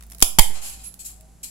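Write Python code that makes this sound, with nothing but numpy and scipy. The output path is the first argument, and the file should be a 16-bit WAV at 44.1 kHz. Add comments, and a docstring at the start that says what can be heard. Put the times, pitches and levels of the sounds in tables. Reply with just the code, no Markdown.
"""Packing tape in a tiled room

A plastic dispenser is handled close to two microphones. The taut tape ticks, then snaps twice at the
blade, hard enough to overload them. Afterwards the sticky film peels and crackles under the fingers in
short strokes, now and then with a thin stick-slip squeak. A low hum lies underneath."""
import sys
import numpy as np
from scipy import signal
from scipy.fft import rfft, irfft, next_fast_len
from scipy.io import wavfile
from scipy.ndimage import uniform_filter1d

SR = 44100
rng = np.random.default_rng(int(sys.argv[2]) if len(sys.argv) > 2 else 0)


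def wav_out(sig):
    """Save sig, one row per channel (or a flat mono array), as 16-bit PCM at SR to the path in sys.argv[1]."""
    wavfile.write(sys.argv[1], SR, np.round(np.clip(np.atleast_2d(sig).T, -1, 1) * 32767).astype(np.int16))


N = 66150


def amp(db):
    """Amplitude ratio of a level in decibels."""
    return 10 ** (np.asarray(db) / 20)


def unit(x):
    """Normalisation to an rms of 1."""
    return x / np.sqrt(np.mean(x ** 2) + 1e-20)


def along(points, hz):
    """Interpolation of (frequency [Hz], value) points on a logarithmic frequency axis."""
    frequencies, values = np.transpose(points)
    return np.interp(np.log(hz + 1), np.log(frequencies + 1), values)


def since(onset):
    """Time elapsed since an onset in seconds, zero before it."""
    return np.maximum(np.arange(N) / SR - onset, 0)


def pan(db):
    """Left and right gains for a level difference, right over left."""
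    return amp(np.array([[-db], [db]]) / 2)


def coloured(x, points, tilt=0):
    """Minimum-phase filter through (frequency [Hz], gain [dB]) points, tilted in dB/octave about 8 kHz."""
    size = 2 * next_fast_len(N)
    hz = np.fft.rfftfreq(size, 1 / SR)
    octaves = np.log2(np.maximum(hz, 500) / 8000)
    cepstrum = irfft(np.log(amp(along(points, hz) + tilt * octaves)), size)
    cepstrum[1:size // 2] *= 2  # folding the cepstrum makes the filter causal
    cepstrum[size // 2 + 1:] = 0
    return irfft(rfft(x, size) * np.exp(rfft(cepstrum)), size)[..., :N]


def noise():
    """Two uncorrelated white noises."""
    return rng.standard_normal((2, N))


def ring(modes, t):
    """Free vibration: damped modes reach each microphone in a different phase."""
    return (t > 0) * sum(amp(db - 60 * t / t60) * np.sin(2 * np.pi * (hz * t + rng.random((2, 1))))
                         for hz, db, t60 in modes)


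def glide(onset, length, hz, slope, waver):
    """Frequency modulation: a tone wavers at random about a linear glide as it swells and fades."""
    jitter = unit(uniform_filter1d(rng.standard_normal(N), size=60))
    pitch = (hz + slope * since(onset)) * (1 + waver * jitter)
    swell = np.sin(np.pi * np.minimum(since(onset) / length, 1))
    return swell * np.sin(2 * np.pi * np.cumsum(pitch) / SR)


def room(x):
    """Reverberation: dense early reflections from the floor, then the exponential tail of the tiled room."""
    # (frequency [Hz], reverberation time T60 [s])
    decay_times = [(100, .3), (800, 0.8), (3000, 0.57), (7000, 0.57), (11000, 0.52), (16000, 0.13)]
    early_db, early_t60 = 12.5, 0.22
    hz, t, spectra = signal.stft(rng.standard_normal((2, SR * 3 // 4)), SR, nperseg=256)
    fade = amp(-60 * t / along(decay_times, hz)[:, None]) + amp(early_db - 60 * t / early_t60)
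    response = signal.istft(spectra * fade, SR, nperseg=256)[1]
    response = np.pad(response / np.linalg.norm(response[0]), ((0, 0), (100, 0)))  # 2.3 ms late
    return signal.fftconvolve(x, response, axes=1)[:, :N]


def background():
    """Superposition: the room's quiet air, a low hum of wavering level and faint far-off tones."""
    # spectrum of the air: (frequency [Hz], gain [dB])
    air_spectrum = [(25, -0.5), (60, -2.5), (110, -4.5), (240, -6), (400, -17.5), (750, -16.5), (1100, -24),
                    (3000, -29.5), (8000, -24.5), (15000, -38.5)]
    # envelope of the hum's fundamental: (time [s], level [dB])
    hum_envelope = [(0, -44.5), (.17, -44.5), (.22, -52), (.66, -52.5), (.8, -43), (.98, -55.5),
                    (1.12, -47), (1.3, -52), (1.5, -57)]
    # steady overtones of the hum: (frequency [Hz], level [dB])
    overtones = [(116, -67), (175, -62)]
    # far-off tones: (time [s], duration [s], frequency [Hz], glide [Hz/s], level [dB])
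    far_tones = [(0.088, .11, 700, -350, -58.5), (0.541, 0.36, 807, -130, -59.5),
                 (1.078, 0.3, 737, 184, -63.5), (1.18, 0.1, 637, -4.5, -56)]
    air_db, side_db, hum_hz = -54.5, -6, 55
    t = since(0)
    mid, side = unit(coloured(noise(), air_spectrum)) * amp([[0], [side_db]])
    partials = [(hum_hz, np.interp(t, *np.transpose(hum_envelope)))] + overtones
    hum = sum(amp(db) * np.sqrt(2) * np.sin(2 * np.pi * (hz * t + rng.random())) for hz, db in partials)
    far = sum(amp(db) * glide(onset, length, hz, slope, waver=0.035)
              for onset, length, hz, slope, db in far_tones)
    return amp(air_db) * np.array([mid + side, mid - side]) + hum + far


def ticks():
    """Broadband transients: tape and plastic click as the tape tightens and the grip shifts."""
    # clicks: (time [s], level [dB], right over left [dB], tilt [dB/octave])
    clicks = [(.0085, -38, -1.5, -4), (.025, -40, 2.5, -4), (0.0354, -40.5, -0.5, -4),
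              (0.066, -47.5, -2.5, 10.5), (0.1002, -39.5, 3, -1), (0.1094, -40.5, -2.5, -1),
              (.118, -38, 8, -3), (.1215, -37, -14, -3), (.133, -42, 5.5, -5), (0.1479, -34, -0.5, -2.5),
              (0.1836, -35.5, -2.5, -0.5), (0.195, -37, 1.5, -1), (0.2038, -28.5, 5, -2.5),
              (0.2145, -21.5, -7.5, 1), (.2218, -22.5, 1, -5.5), (0.9409, -33, 2.5, 1),
              (1.209, -41, -0.5, -0.5)]
    # spectrum of a click: (frequency [Hz], gain [dB])
    spectrum = [(150, -21.5), (500, -21), (1300, -8), (3000, -6), (7000, 1), (11000, -0.5), (15500, 3.5)]
    t60, room_db = 0.017, -8
    out = np.zeros((2, N))
    for onset, db, side_db, tilt in clicks:
        t = since(onset)
        burst = noise() * (t > 0) * amp(-60 * t / t60)
        out += amp(db) * pan(side_db) * coloured(burst, spectrum, tilt)
    return out + amp(room_db) * room(out)


def snaps():
    """Impulse excitation: each short crack sets the modes of blade and frame ringing, with a low thud."""
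    # snaps: (time [s], material, level [dB], right over left [dB], frame knock [dB],
    #         thud level [dB], thud frequency [Hz], room gain [dB])
    impacts = [(0.2241, "tape", 1.5, -2, -28, -7, 272, -11),
               (0.3866, "plastic", -5, -2, -9.5, -11.5, 174, -10),
               (0.392, "plastic", 1.5, 12.5, -7, -1, 127, -9)]
    # spectra of the tape's crack and the plastic's clack, by material: (frequency [Hz], gain [dB])
    spectra = { "tape": [(100, -12), (400, 1), (700, 0), (1000, 5.5), (1250, 0.5), (1650, -17), (2300, -2),
               (2650, -4.5), (3400, 7.5), (4200, -2.5), (5000, 4.5), (5800, 4), (7000, -1), (11000, 1),
               (15500, -0.5)], "plastic": [(100, 1.5), (400, -10.5), (620, -5), (860, 3), (1200, 1),
               (1450, -8), (2150, 5), (2650, -9.5), (3200, 4), (3900, -8), (4700, 2.5), (5800, -2),
               (7000, 2), (11000, -6), (15500, -3)]}
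    # modes of the blade: (frequency [Hz], level [dB], T60 [s])
    blade_modes = [(3573, -12.5, 0.021), (4400, -18, 0.035), (5020, -14.5, .03), (6363, -9, 0.02),
                   (7350, -7, 0.026), (10950, -10, 0.012)]
    # modes of the frame: (frequency [Hz], level [dB], T60 [s])
    frame_modes = [(888.4, -1, 0.041), (2110, -9.5, 0.006), (3188, -1, 0.031)]
    # radiation into the room: (frequency [Hz], gain [dB])
    radiation = [(100, -20.5), (350, -6), (800, -5), (1500, -5.5), (3000, -1), (8000, -1.5), (15000, 0)]
    hold_s, crack_t60 = 0.0023, 0.015
    thud_cycles, thud_side_db = 3, 19.5  # the thud falls 60 dB in these cycles
    out = np.zeros((2, N))
    for onset, material, db, side_db, knock_db, thud_db, thud_hz, room_db in impacts:
        t = since(onset)
        envelope = (t > 0) * amp(-60 * since(onset + hold_s) / crack_t60)
        crack = unit(coloured(noise(), spectra[material])) * envelope
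        hit = amp(db) * (crack + ring(blade_modes, t)) + amp(knock_db) * ring(frame_modes, t)
        thud = amp(thud_db - 60 * t * thud_hz / thud_cycles) * np.sin(2 * np.pi * thud_hz * t)
        reverberation = amp(room_db) * room(coloured(hit, radiation))
        out += pan(side_db) * hit + pan(thud_side_db) * thud + reverberation
    return out


def overload_swings():
    """Overload recovery: pushed off centre, the microphones overshoot and settle like a high-pass filter."""
    # overloads: (time [s], level [dB])
    overloads = [(0.225, -6), (0.3948, 5)]
    rise_s, fall_s, return_s, left_db = 0.0025, 0.029, 0.064, -12
    leak = np.exp(-1 / (SR * return_s))
    out = np.zeros(N)
    for onset, db in overloads:
        t = since(onset)
        push = (1 - np.exp(-t / rise_s)) * np.exp(-t / fall_s)
        out += amp(db) * signal.lfilter([1, -1], [1, -leak], push)
    return out * amp([[left_db], [0]])


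def rub():
    """Sliding friction: skin shifts over the plastic frame with a brief swell of dull noise."""
    # spectrum of the friction: (frequency [Hz], gain [dB])
    spectrum = [(60, 0), (200, 0), (500, -10), (900, -22), (2000, -11), (8000, -47)]
    onset_s, length_s, level_db = 0.4756, 0.071, -44.5
    swell = np.sin(np.pi * np.minimum(since(onset_s) / length_s, 1))
    return amp(level_db) * swell * unit(coloured(rng.standard_normal(N), spectrum))


def peels():
    """Shot noise: during each stroke the adhesive lets go in a swarm of tiny random slips."""
    # strokes: (time [s], duration [s], level [dB], right over left [dB], tilt [dB/octave], room gain [dB])
    strokes = [(0.534, 0.039, -44, -3, -5, 4), (0.613, 0.043, -38.5, -0.5, -2, 3.5),
               (0.651, 0.022, -41, -2, -1.5, 3.5), (0.68, 0.019, -36, 2.5, -0.5, -4.5),
               (0.704, 0.039, -45.5, 2, -2.5, 2.5), (0.774, 0.043, -58, 0, -3, 11.5),
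               (0.836, 0.027, -41, 0, -0.5, 0), (0.989, 0.016, -41, -6.5, 3, 4),
               (1.045, 0.023, -35.5, -3, 4, 1), (1.08, 0.016, -52.5, -1, -3.5, 4.5),
               (1.4304, 0.013, -30.5, -2.5, 2, 0)]
    # response of the film: (frequency [Hz], gain [dB])
    film_response = [(150, -32.5), (700, -11), (1700, -10), (2200, -6.5), (2480, 0), (2750, -3.5),
                     (3150, -1), (3650, -5), (4150, 3), (4600, -1), (5080, 2.5), (5600, -1), (7500, 6),
                     (9200, 0), (11000, -4.5), (12500, -0.5), (15500, -7)]
    slips_per_s, spread_db = 5000, 2.5
    attack_share, release_s = 0.1, 0.0073
    out = np.zeros((2, N))
    for onset, length, db, side_db, tilt, room_db in strokes:
        slipping = rng.random(N) < slips_per_s / SR
        slips = unit(slipping * amp(spread_db * rng.standard_normal(N)) * noise())
        attack = 1 - np.exp(-since(onset) / (attack_share * length))
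        release = np.exp(-since(onset + length) / release_s)
        film = coloured(slips * attack * release, film_response, tilt)
        out += amp(db) * pan(side_db) * (film + amp(room_db) * room(film))
    return out


def squeaks():
    """Stick-slip oscillation: slips of the film on the roller fall into step as a thin wavering tone."""
    # squeaks: (time [s], duration [s], frequency [Hz], level [dB])
    tones = [(0.602, 0.15, 11020, -50), (0.833, 0.033, 10650, -48), (0.855, 0.039, 10960, -45)]
    side_db, room_db = 10, -7
    direct = pan(side_db) * sum(amp(db) * glide(onset, length, hz, slope=0, waver=0.017)
                                for onset, length, hz, db in tones)
    return direct + amp(room_db) * room(direct)


def scene():
    """Linear superposition of all sources at the two microphones."""
    return background() + ticks() + snaps() + overload_swings() + rub() + peels() + squeaks()


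def record(dry):
    """Transduction: each microphone port resonates, the signal clips at full scale and is band-limited."""
    # resonance of the left port: (frequency [Hz], gain [dB])
    left_port = [(3000, -1.5), (5800, -0.5), (6700, 2), (7450, 5.5), (8600, 1.5), (9800, -1.5),
                 (11000, -5.5), (14000, -10.5), (15800, -21)]
    # resonance of the right port: (frequency [Hz], gain [dB])
    right_port = [(3000, -0.5), (5800, -5), (7500, -6), (9000, 0.5), (10200, 9), (11100, 12), (12200, 7),
                  (13500, -2.5), (15800, 1)]
    cutoff_hz, edge_hz = 15850, 60
    ports = np.array([coloured(dry[0], left_port), coloured(dry[1], right_port)])
    clipped = np.clip(ports, -1, 1)
    size = 2 * next_fast_len(N)
    hz = np.fft.rfftfreq(size, 1 / SR)
    low_pass = 0.5 - 0.5 * np.tanh((hz - cutoff_hz) / (2 * edge_hz))
    return irfft(rfft(clipped, size) * low_pass, size)[:, :N]


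dry = scene()
out = record(dry)
wav_out(out)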